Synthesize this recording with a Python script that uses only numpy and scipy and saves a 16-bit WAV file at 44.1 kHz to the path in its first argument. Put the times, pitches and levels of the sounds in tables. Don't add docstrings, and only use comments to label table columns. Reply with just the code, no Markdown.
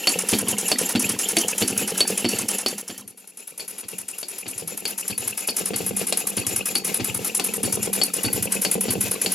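import sys
import numpy as np
from scipy import signal
from scipy.fft import rfft, irfft, next_fast_len
from scipy.io import wavfile
from scipy.ndimage import map_coordinates

SR = 44100
rng = np.random.default_rng(int(sys.argv[2]) if len(sys.argv) > 2 else 0)


def dump_mix(stems):
    frames = np.atleast_2d(stems).T
    limited = np.clip(frames, -1, 1)
    pcm = np.round(limited * 32767).astype(np.int16)
    wavfile.write(sys.argv[1], SR, pcm)


N = 411894
MOVE_S, TOP_HZ = 3.05, 16000
TIME = np.arange(N) / SR
AGE = np.arange(SR // 3) / SR


def amp(db):
    return 10 ** (np.asarray(db) / 20)


def unit(x):
    return x / np.sqrt(np.mean(x ** 2))


def at(rows, s):
    return np.interp(s, *np.transpose(rows))


def by_spot(s, first, second):
    return np.where(s < MOVE_S, first, second)


def clear_of(rows, s, gap_s):
    return np.min(np.abs(np.transpose(rows)[0] - s)) > gap_s


def add(track, s, sound):
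    start = max(int(s * SR), 0)
    part = track[start:start + len(sound)]
    part += sound[:len(part)]


def colour(x, tone):
    hz, db = np.transpose(tone)
    size = next_fast_len(len(x))
    log_hz = np.log(np.maximum(np.fft.rfftfreq(size, 1 / SR), 1))
    gain = amp(np.interp(log_hz, np.log(hz), db))
    return unit(irfft(rfft(x, size) * gain, size)[:len(x)])


def wander(rate_hz):
    steps = rng.standard_normal(N // 8)
    return unit(np.interp(TIME * rate_hz, np.arange(len(steps)), steps))


def swell(centre_s, width_s):
    return np.exp(-.5 * ((AGE - centre_s) / width_s) ** 2)


def whistle(hz, width_hz):
    phase = 2 * np.pi * np.cumsum(hz * np.ones(N)) / SR
    return unit(wander(width_hz) * np.sin(phase) + wander(width_hz) * np.cos(phase))


def rasp(hz, flutter, flutter_hz=1500):
    wobble = np.interp(AGE * flutter_hz, np.arange(len(AGE)), rng.standard_normal(len(AGE)))
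    return np.sqrt(2) * np.sin(2 * np.pi * np.cumsum(hz * (1 + flutter * wobble)) / SR)


def ring(notes, scatter_db=2, detune=.039, soft_hz=20000):
    hz, db, fade_s = np.transpose(notes)[:, :, None]
    level_luck, pitch_luck = rng.standard_normal((2, len(notes), 1))
    gain = amp(db + scatter_db * level_luck) / np.sqrt(1 + (hz / soft_hz) ** 4)
    phase = np.float32(2 * np.pi * hz * (1 + detune * pitch_luck) * AGE)
    build = 1 - np.exp(-phase / np.pi)
    fade = np.exp(np.float32(-np.log(1000) * AGE / fade_s))
    return np.sum(gain * build * fade * np.sin(phase), axis=0)


# time_s, turns_made
FAST_CRANK = [(0.088, 0), (0.679, 6), (0.993, 9), (1.187, 11), (1.774, 17), (2.174, 21), (2.286, 22),
              (3.37, 33), (3.882, 38), (4.381, 43), (4.772, 47), (4.978, 49), (5.472, 54), (5.655, 56),
              (6.17, 61), (6.464, 64), (6.94, 69), (7.346, 73), (7.723, 77), (8.135, 81), (8.903, 89),
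              (9.317, 93)]
def fast_turns():
    s, turns = np.transpose(FAST_CRANK)
    return np.interp(np.arange(turns[-1] + 1), turns, s)


# time_s, level_db
STEAM_LEVEL = [(0, 1), (2.55, 0), (3.15, -21), (3.65, -10), (4.7, -6.5), (5.4, -2), (6.3, -0.5),
               (7.7, -0.5), (9.34, 1.5)]
# pitch_hz, level_db
LEAK_TONE = [(30, -43), (110, -24), (205, 8), (700, 6.5), (1100, -5.5), (1900, 0.5), (2700, 3), (4200, -1),
             (7300, 0.5), (8900, -3), (11200, 3.5), (12700, -0.5), (16000, -15)]
def leaks(ease_db=1.5, ease_turn=.95, surge_db=4):
    hiss = colour(rng.standard_normal(N) * amp(1.5 * wander(1200)), LEAK_TONE) * amp(2.2 * wander(60))
    scrape_hz = by_spot(TIME, 2950, 2600) * (1 + .056 * wander(30))
    scrape_db = by_spot(TIME, -8, -10.5) + 3.5 * wander(70)
    scrape = whistle(scrape_hz, width_hz=600) * amp(scrape_db)
    sizzle = whistle(7150 * (1 + .02 * wander(8)), width_hz=650) * amp(-10.5 + 3 * wander(40))
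    sizzle += whistle(11100 * (1 + .008 * wander(8)), width_hz=450) * amp(-13 + 3 * wander(25))
    easing = ease_db * np.cos(2 * np.pi * (at(FAST_CRANK, TIME) - ease_turn))
    neighbour_turns = np.interp(TIME, np.transpose(VALVE_SPITS)[0], np.arange(len(VALVE_SPITS)))
    surge = surge_db * np.cos(2 * np.pi * neighbour_turns)
    level_db = at(STEAM_LEVEL, TIME) + by_spot(TIME, -36, -39) - easing + surge
    return (hiss + scrape + sizzle) * amp(level_db)


# peak_s, level_db
CLEAR_SQUEAKS = [(.043, -25), (.143, -23), (.21, -30), (.662, -26), (1.046, -22.5), (1.238, -27),
                 (1.44, -26.5), (1.534, -25), (1.73, -30), (1.832, -30.5), (2.336, -25), (3.938, -37),
                 (4.139, -36), (4.432, -36), (4.535, -36.5), (4.931, -36), (5.031, -33.5), (5.131, -31.5),
                 (5.231, -35), (5.331, -30.5), (6.42, -30), (6.512, -34), (6.612, -25), (6.693, -32),
                 (7.099, -29), (7.3, -29), (7.492, -30), (8.19, -29.5), (8.285, -28.5), (8.476, -29.5),
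                 (8.569, -27)]
def squeaks(faint_db=-37, lead_s=.03, rise=.06):
    out = np.zeros(N)
    push = .86 * swell(lead_s, .0034) + .14 * swell(lead_s, lead_s / 2)
    faint = [(s, faint_db + at(STEAM_LEVEL, s) + 2 * rng.standard_normal())
             for s in fast_turns() + .052 if clear_of(CLEAR_SQUEAKS, s, lead_s)]
    for s, db in list(CLEAR_SQUEAKS) + faint:
        pitch_luck, rise_luck = rng.standard_normal(2)
        glide = rise * (1 + .5 * rise_luck) * np.tanh((AGE - lead_s) / .008)
        hz = by_spot(s, 2780, 2640) * (1 + .025 * pitch_luck + glide)
        add(out, s - lead_s, amp(db) * push * rasp(hz, flutter=.07))
    return out


# time_s, level_db
BENCH_LEVEL = [(0, -1), (2.55, 0.5), (3.15, -22), (3.6, -12.5), (4.5, -13), (5.7, -2), (7, 2.5), (9.34, 3)]
def ticks(low_hz=800, high_hz=4200, fade_s=.032, count=220):
    out = np.zeros(N)
    for s in rng.uniform(0, N / SR, count):
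        notes = [(hz, 0, fade_s) for hz in low_hz * (high_hz / low_hz) ** rng.random(size=3)]
        db = by_spot(s, -35, -40.5) + at(BENCH_LEVEL, s) + 4 * rng.standard_normal()
        add(out, s, amp(db) * ring(notes))
    return out


# pitch_hz, level_db
CRACK_TONE = [(150, -53), (400, 11.5), (800, 0.5), (1200, -5.5), (2000, 0), (2900, 5.5), (3800, 2),
              (5500, -3), (8000, 0.5), (11000, 5), (16000, -8)]
def crack(decay_s, tail_db, tail_s, soft_hz):
    fade = np.exp(-AGE / decay_s) + amp(tail_db) * np.exp(-AGE / tail_s)
    grit = colour(rng.standard_normal(len(AGE)), CRACK_TONE) * fade
    return signal.sosfilt(signal.butter(2, soft_hz, fs=SR, output="sos"), grit)


# pitch_hz, level_db, fade_s
BENCH_NOTES = [(133, -8.5, 0.065), (200.7, -8, 0.47), (231.8, 3, 0.18), (264.6, -7, 0.41),
               (306.5, 1.5, 0.14), (368.4, 1, 0.19), (429, -6.5, 0.16), (748.6, 2, 0.12)]
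# pitch_hz, level_db, fade_s
FLYWHEEL_NOTES = [(4502, -18, .32), (4490, 0, .09), (4370, -13, .06), (4720, -16, .045), (2900, -18, .06),
                  (7690, -14, .06)]
# pitch_hz, level_db
GRATE_TONE = [(2000, -31), (3900, -31), (4250, -17), (4420, 3), (4560, 0.5), (4720, -12), (5250, -10),
              (5800, -31), (9000, -40)]
# start_s, blow_db, bench_db, ring_db, grate_db
SLOW_CLANKS = [(0.0714, -6.5, -26.5, -15, -14), (0.716, -6.5, -26.5, -15.5, -16),
               (1.3677, -4.5, -24.5, -17, -21), (2.0056, -7, -30, -6.5, -21),
               (2.6616, -11.5, -33, -16.5, -18), (3.597, -24, -59, -39, -31), (4.229, -24, -49, -36, -32.5),
               (4.8536, -15, -43, -29, -23), (5.487, -15, -39.5, -25, -21), (6.1246, -9, -36, -37, -28),
               (6.754, -13.5, -34, -19.5, -21), (7.3971, -12, -33, -27, -30),
               (8.0147, -13, -32, -10.5, -20), (8.649, -9, -33, -16, -21), (9.261, -13.5, -33, -19, -26)]
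def clanks(rebound_s=.0049, grate_s=.015):
    out, grating = np.zeros((2, N))
    spread = np.tanh(AGE / .003)
    for s, blow_db, bench_db, ring_db, grate_db in SLOW_CLANKS:
        contact = amp(-2.5) * crack(.0023, tail_db=-9, tail_s=.016, soft_hz=9000)
        add(out, s, amp(blow_db) * contact + amp(bench_db) * ring(BENCH_NOTES, soft_hz=1470))
        add(out, s + rebound_s, amp(blow_db - 11.5) * contact)
        add(out, s, amp(ring_db) * spread * ring(FLYWHEEL_NOTES, scatter_db=1, detune=.0014))
        add(grating, s, amp(grate_db) * spread * np.exp(-AGE / grate_s))
    return out + grating * colour(rng.standard_normal(N), GRATE_TONE)


# pitch_hz, level_db
JET_SIDE_TONE = [(300, -60), (1000, -22), (2800, -15), (4300, -21.5), (5400, -6), (6500, -3), (9300, -1.5),
                 (10800, 2.5), (11600, -16), (12400, -17), (14400, -9), (16000, -30)]
# pitch_hz, level_db
JET_FRONT_TONE = [(150, -53), (1000, -21), (2500, -15), (4300, -22), (5400, -14), (7500, -9), (9300, -5.5),
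                  (10600, 2.5), (11400, -4.5), (12300, -7.5), (14000, -20.5), (16000, -33)]
def jet(s, pitch_luck, sputter_db=2):
    hz, db = np.transpose(by_spot(s, JET_SIDE_TONE, JET_FRONT_TONE))
    droplets = np.repeat(rng.standard_normal(len(AGE)), repeats=14)[:len(AGE)]
    flow = rng.standard_normal(len(AGE)) * amp(sputter_db * droplets)
    tone = np.transpose([hz * (1 + .018 * pitch_luck), db + 2.2 * rng.standard_normal(len(hz))])
    return colour(flow, tone)


def puffs(open_s=.038, shut_s=.0017, slop_s=.0011, edge_hz=10600):
    out = np.zeros(N)
    for s in fast_turns():
        open_luck, close_luck, blast_luck, stroke_luck, edge_luck, jet_luck = rng.standard_normal(6)
        early_s = slop_s * np.clip(open_luck + .6, -1, 3)
        close_s = open_s + early_s + slop_s * close_luck
        opening = np.minimum(AGE / (.0034 + early_s), 1)
        closing = .5 * (1 - np.tanh((AGE - close_s) / (2 * shut_s)))
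        burst = swell(.0046 + early_s, .0039)
        pinch = swell(close_s - .003, .003)
        blast = amp(-19 + 1.4 * blast_luck) * burst
        stroke = amp(-28.5 + 1.4 * stroke_luck) * (1 + .57 * pinch)
        hz = edge_hz * (1 + .0392 * (burst + pinch) + .012 * edge_luck)
        edge = amp(by_spot(s, -5, -3)) * rasp(hz, flutter=.03)
        strength = amp(at(STEAM_LEVEL, s)) * opening * closing * np.hypot(blast, stroke)
        add(out, s - early_s, strength * (jet(s, jet_luck) + edge))
    return out


# pitch_hz, level_db
CLOUD_TONE = [(150, -30), (500, 0), (950, 3), (1900, 0.5), (2800, 1), (3800, -3.5), (5200, 0.5), (7000, -2),
              (12000, -32)]
def clouds(build_s=.0083, decay_s=.028):
    flow = np.zeros(N)
    billow = np.minimum(AGE / build_s, 1) * np.exp(-np.maximum(AGE - build_s, 0) / decay_s)
    for s in fast_turns():
        db = by_spot(s, -32, -37) + at(STEAM_LEVEL, s) + 1.5 * rng.standard_normal()
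        add(flow, s, amp(db) * billow)
    return flow * colour(rng.standard_normal(N), CLOUD_TONE)


# pitch_hz, level_db, fade_s
PLATE_NOTES = [(425, 4, 0.034), (472, 6.3, 0.036), (651, -4, 0.03)]
def knock():
    sway_hz = 197 * (1 + .05 * rng.standard_normal())
    sway = np.tanh(AGE / .008) * np.exp(-AGE / .051) * np.sin(2 * np.pi * sway_hz * AGE)
    plate = ring(PLATE_NOTES, scatter_db=2.5, detune=.036)
    bench = ring(BENCH_NOTES, soft_hz=655)
    tick = crack(.005, tail_db=0, tail_s=.008, soft_hz=3600)
    return amp(-5.5) * plate + amp(-17) * bench + amp(-10) * sway + amp(-19) * tick


# after_puff_s, level_db
SLACK_TAPS = [(.004, -36.5), (0.031, -34), (0.05, -29), (.071, -34)]
# start_s, level_db
HARD_KNOCKS = [(0.158, -19), (0.428, -22), (0.528, -20), (0.63, -24.5), (0.813, -18), (1.042, -22),
               (1.331, -22), (1.447, -19), (1.82, -18), (1.92, -19), (2.102, -18), (2.334, -20.5),
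               (2.728, -24.5), (4.622, -28.5), (4.722, -27.5), (4.822, -34), (5.611, -22), (5.706, -19.5),
               (5.805, -18.5), (5.909, -17.5), (6.014, -19), (6.594, -27.5), (6.892, -25.5), (7.083, -30),
               (7.192, -24.5), (7.464, -27), (7.58, -22.5), (7.677, -19), (7.773, -19.5), (7.875, -19.5),
               (7.978, -22), (8.165, -25), (8.363, -24), (8.456, -21.5), (8.554, -20.5), (8.754, -14),
               (8.855, -25), (8.955, -15), (9.248, -24)]
def loose_crank(fall_back_s=.024):
    out = np.zeros(N)
    for s, db in HARD_KNOCKS:
        add(out, s, amp(db) * knock())
        add(out, s + fall_back_s, amp(db - 10) * knock())
    for puff_s in fast_turns():
        for after_puff_s, db in SLACK_TAPS:
            s = puff_s + after_puff_s
            tap_db = db + at(BENCH_LEVEL, s) + by_spot(s, .5, 0) + 3.5 * rng.standard_normal()
            add(out, s, amp(tap_db) * knock() * clear_of(HARD_KNOCKS, s, gap_s=.012))
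    return out


def patter(count=200):
    taps = np.zeros(N)
    taps[rng.integers(0, N, count)] = amp(3.5 * rng.standard_normal(count))
    bench = amp(-50) * ring(BENCH_NOTES, soft_hz=505)
    return signal.fftconvolve(taps, bench)[:N] * amp(at(BENCH_LEVEL, TIME))


# pitch_hz, level_db
SPIT_TONE = [(500, -24), (2700, -25), (4200, -23), (5800, -15), (7200, 14), (9000, -24), (11300, 12.5),
             (12600, -12), (16000, -20)]
# peak_s, level_db
VALVE_SPITS = [(.13, -26.5), (.35, -35), (.51, -30), (.665, -25), (.861, -25), (1.057, -25), (1.242, -24.5),
               (1.42, -32), (1.62, -25), (1.826, -28.5), (1.99, -37), (2.15, -43), (2.36, -33),
               (2.551, -27.5), (2.73, -38), (2.93, -49), (3.22, -55), (3.43, -45), (3.62, -43), (3.76, -61),
               (3.96, -46), (4.15, -43), (4.35, -48), (4.55, -40), (4.73, -42), (4.909, -43), (5.06, -39),
               (5.25, -34), (5.44, -38), (5.62, -46), (5.82, -40), (6.03, -49), (6.21, -34), (6.39, -43),
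               (6.536, -29.5), (6.715, -31), (6.9, -37), (7.09, -31), (7.25, -42), (7.495, -44), (7.7, -48),
               (7.83, -30), (7.993, -35), (8.19, -45), (8.37, -32), (8.57, -49), (8.7, -48), (8.87, -51),
               (9.06, -51), (9.27, -38)]
def spits(lead_s=.03, width_s=.0088):
    flow = np.zeros(N)
    for s, db in VALVE_SPITS:
        add(flow, s - lead_s, amp(db) * swell(lead_s, width_s))
    return flow * colour(rng.standard_normal(N), SPIT_TONE)


# start_s, thud_db, crack_db, ring_db
SLOW_THUMPS = [(0.3284, -13, -16, -36), (.951, -12.5, -16, -29.5), (1.6175, -13.5, -18, -26.5),
               (2.245, -14.5, -18, -23), (2.896, -30.5, -33, -43), (3.833, -41, -37, -60),
               (4.459, -34, -31.5, -48), (5.099, -28, -27, -38), (5.735, -26.5, -25.5, -36),
               (6.374, -21.5, -24, -35), (6.9981, -20.5, -23, -48), (7.636, -20.5, -26, -34),
               (8.2447, -18, -22, -28), (8.883, -19, -24.5, -34)]
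def thumps(first_gap_s=.084, shrink=.72, loss_db=-2.5, heave_hz=118):
    out, rub, grating = np.zeros((3, N))
    heave = swell(.021, .006) * np.sin(2 * np.pi * heave_hz * AGE)
    for s, thud_db, crack_db, ring_db in SLOW_THUMPS:
        add(out, s, amp(crack_db - 3) * crack(.0022, tail_db=1, tail_s=.0043, soft_hz=4020))
        add(out, s + .0055, amp(crack_db) * crack(.001, tail_db=1.5, tail_s=.013, soft_hz=4900))
        add(rub, s + .005, amp(ring_db) * (np.exp(-AGE / .02) + amp(-8) * np.exp(-AGE / .11)))
        add(grating, s, amp(crack_db - 13) * swell(.014, .008))
        add(out, s, amp(thud_db - 6.5) * ring(BENCH_NOTES, soft_hz=360))
        heave_db = thud_db + by_spot(s, -16, -5.5)
        for bounce in range(4):
            thud = amp(heave_db) * heave + amp(thud_db - 11) * ring(BENCH_NOTES, soft_hz=293)
            add(out, s, amp(bounce * loss_db) * thud)
            s = s + first_gap_s * shrink ** bounce
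    out += grating * colour(rng.standard_normal(N), GRATE_TONE)
    singing = .7 * np.sin(2 * np.pi * 4500 * TIME) + .6 * whistle(4497, width_hz=110)
    return out + rub * singing


# pitch_hz, louder_db
LEFT_LOUDER = [(60, -18), (110, 2), (200, -3.5), (380, 0), (700, 6.5), (1290, 7.5), (2380, 3), (4400, 4.5),
               (8120, 3.5), (15000, -0.5)]
# pitch_hz, lead_radians
LEFT_AHEAD = [(60, -0.22), (130, 0.11), (260, 0.18), (500, 1), (1000, 1), (1800, -1.67), (2900, 1),
              (4400, -0.39), (10000, -0.39), (14000, -0.37)]
def place(x):
    size = next_fast_len(N)
    log_hz = np.log(np.maximum(np.fft.rfftfreq(size, 1 / SR), 1))
    db, lead = (np.interp(log_hz, np.log(hz), values)
                for hz, values in (np.transpose(LEFT_LOUDER), np.transpose(LEFT_AHEAD)))
    sides = np.array([[.5], [-.5]])
    wide = irfft(rfft(x, size) * amp(sides * db) * np.exp(1j * sides * lead), size)[:, :N]
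    return by_spot(TIME, x, wide)


def room(x, fade_s=.15):
    tone = [(60, 16), (250, 12), (700, 2), (1700, 4.5), (3000, 6.2), (5000, 16.2), (12000, 4)]
    fade = np.exp(-np.log(1000) * AGE / fade_s) * (AGE > .002)
    tails = [colour(rng.standard_normal(len(AGE)), tone) * fade for _ in range(2)]
    return np.array([signal.fftconvolve(x, tail / np.linalg.norm(tail))[:N] for tail in tails])


def scene(bounce_s=.0022, bounce_db=-12, first_room_db=-21, second_room_db=-11):
    lag_s = bounce_s * (1 + .06 * wander(1))
    jets, hiss = (x + amp(bounce_db) * map_coordinates(x, [(TIME - lag_s) * SR], order=3)
                  for x in (puffs() + clouds(), spits() + leaks()))
    sources = [jets, hiss, squeaks() + loose_crank() + patter() + ticks(), clanks() + thumps()]
    echo = sum(room(x) for x in sources) * amp(by_spot(TIME, first_room_db, second_room_db))
    return place(sum(sources)) + echo


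def record(dry):
    thinned = signal.sosfilt(signal.butter(3, 68, "high", fs=SR, output="sos"), dry)
    rounded = .85 * np.tanh(thinned / .85)
    return signal.sosfilt(signal.ellip(8, .2, 80, TOP_HZ, fs=SR, output="sos"), rounded)


dry = scene()
out = record(dry)
dump_mix(out)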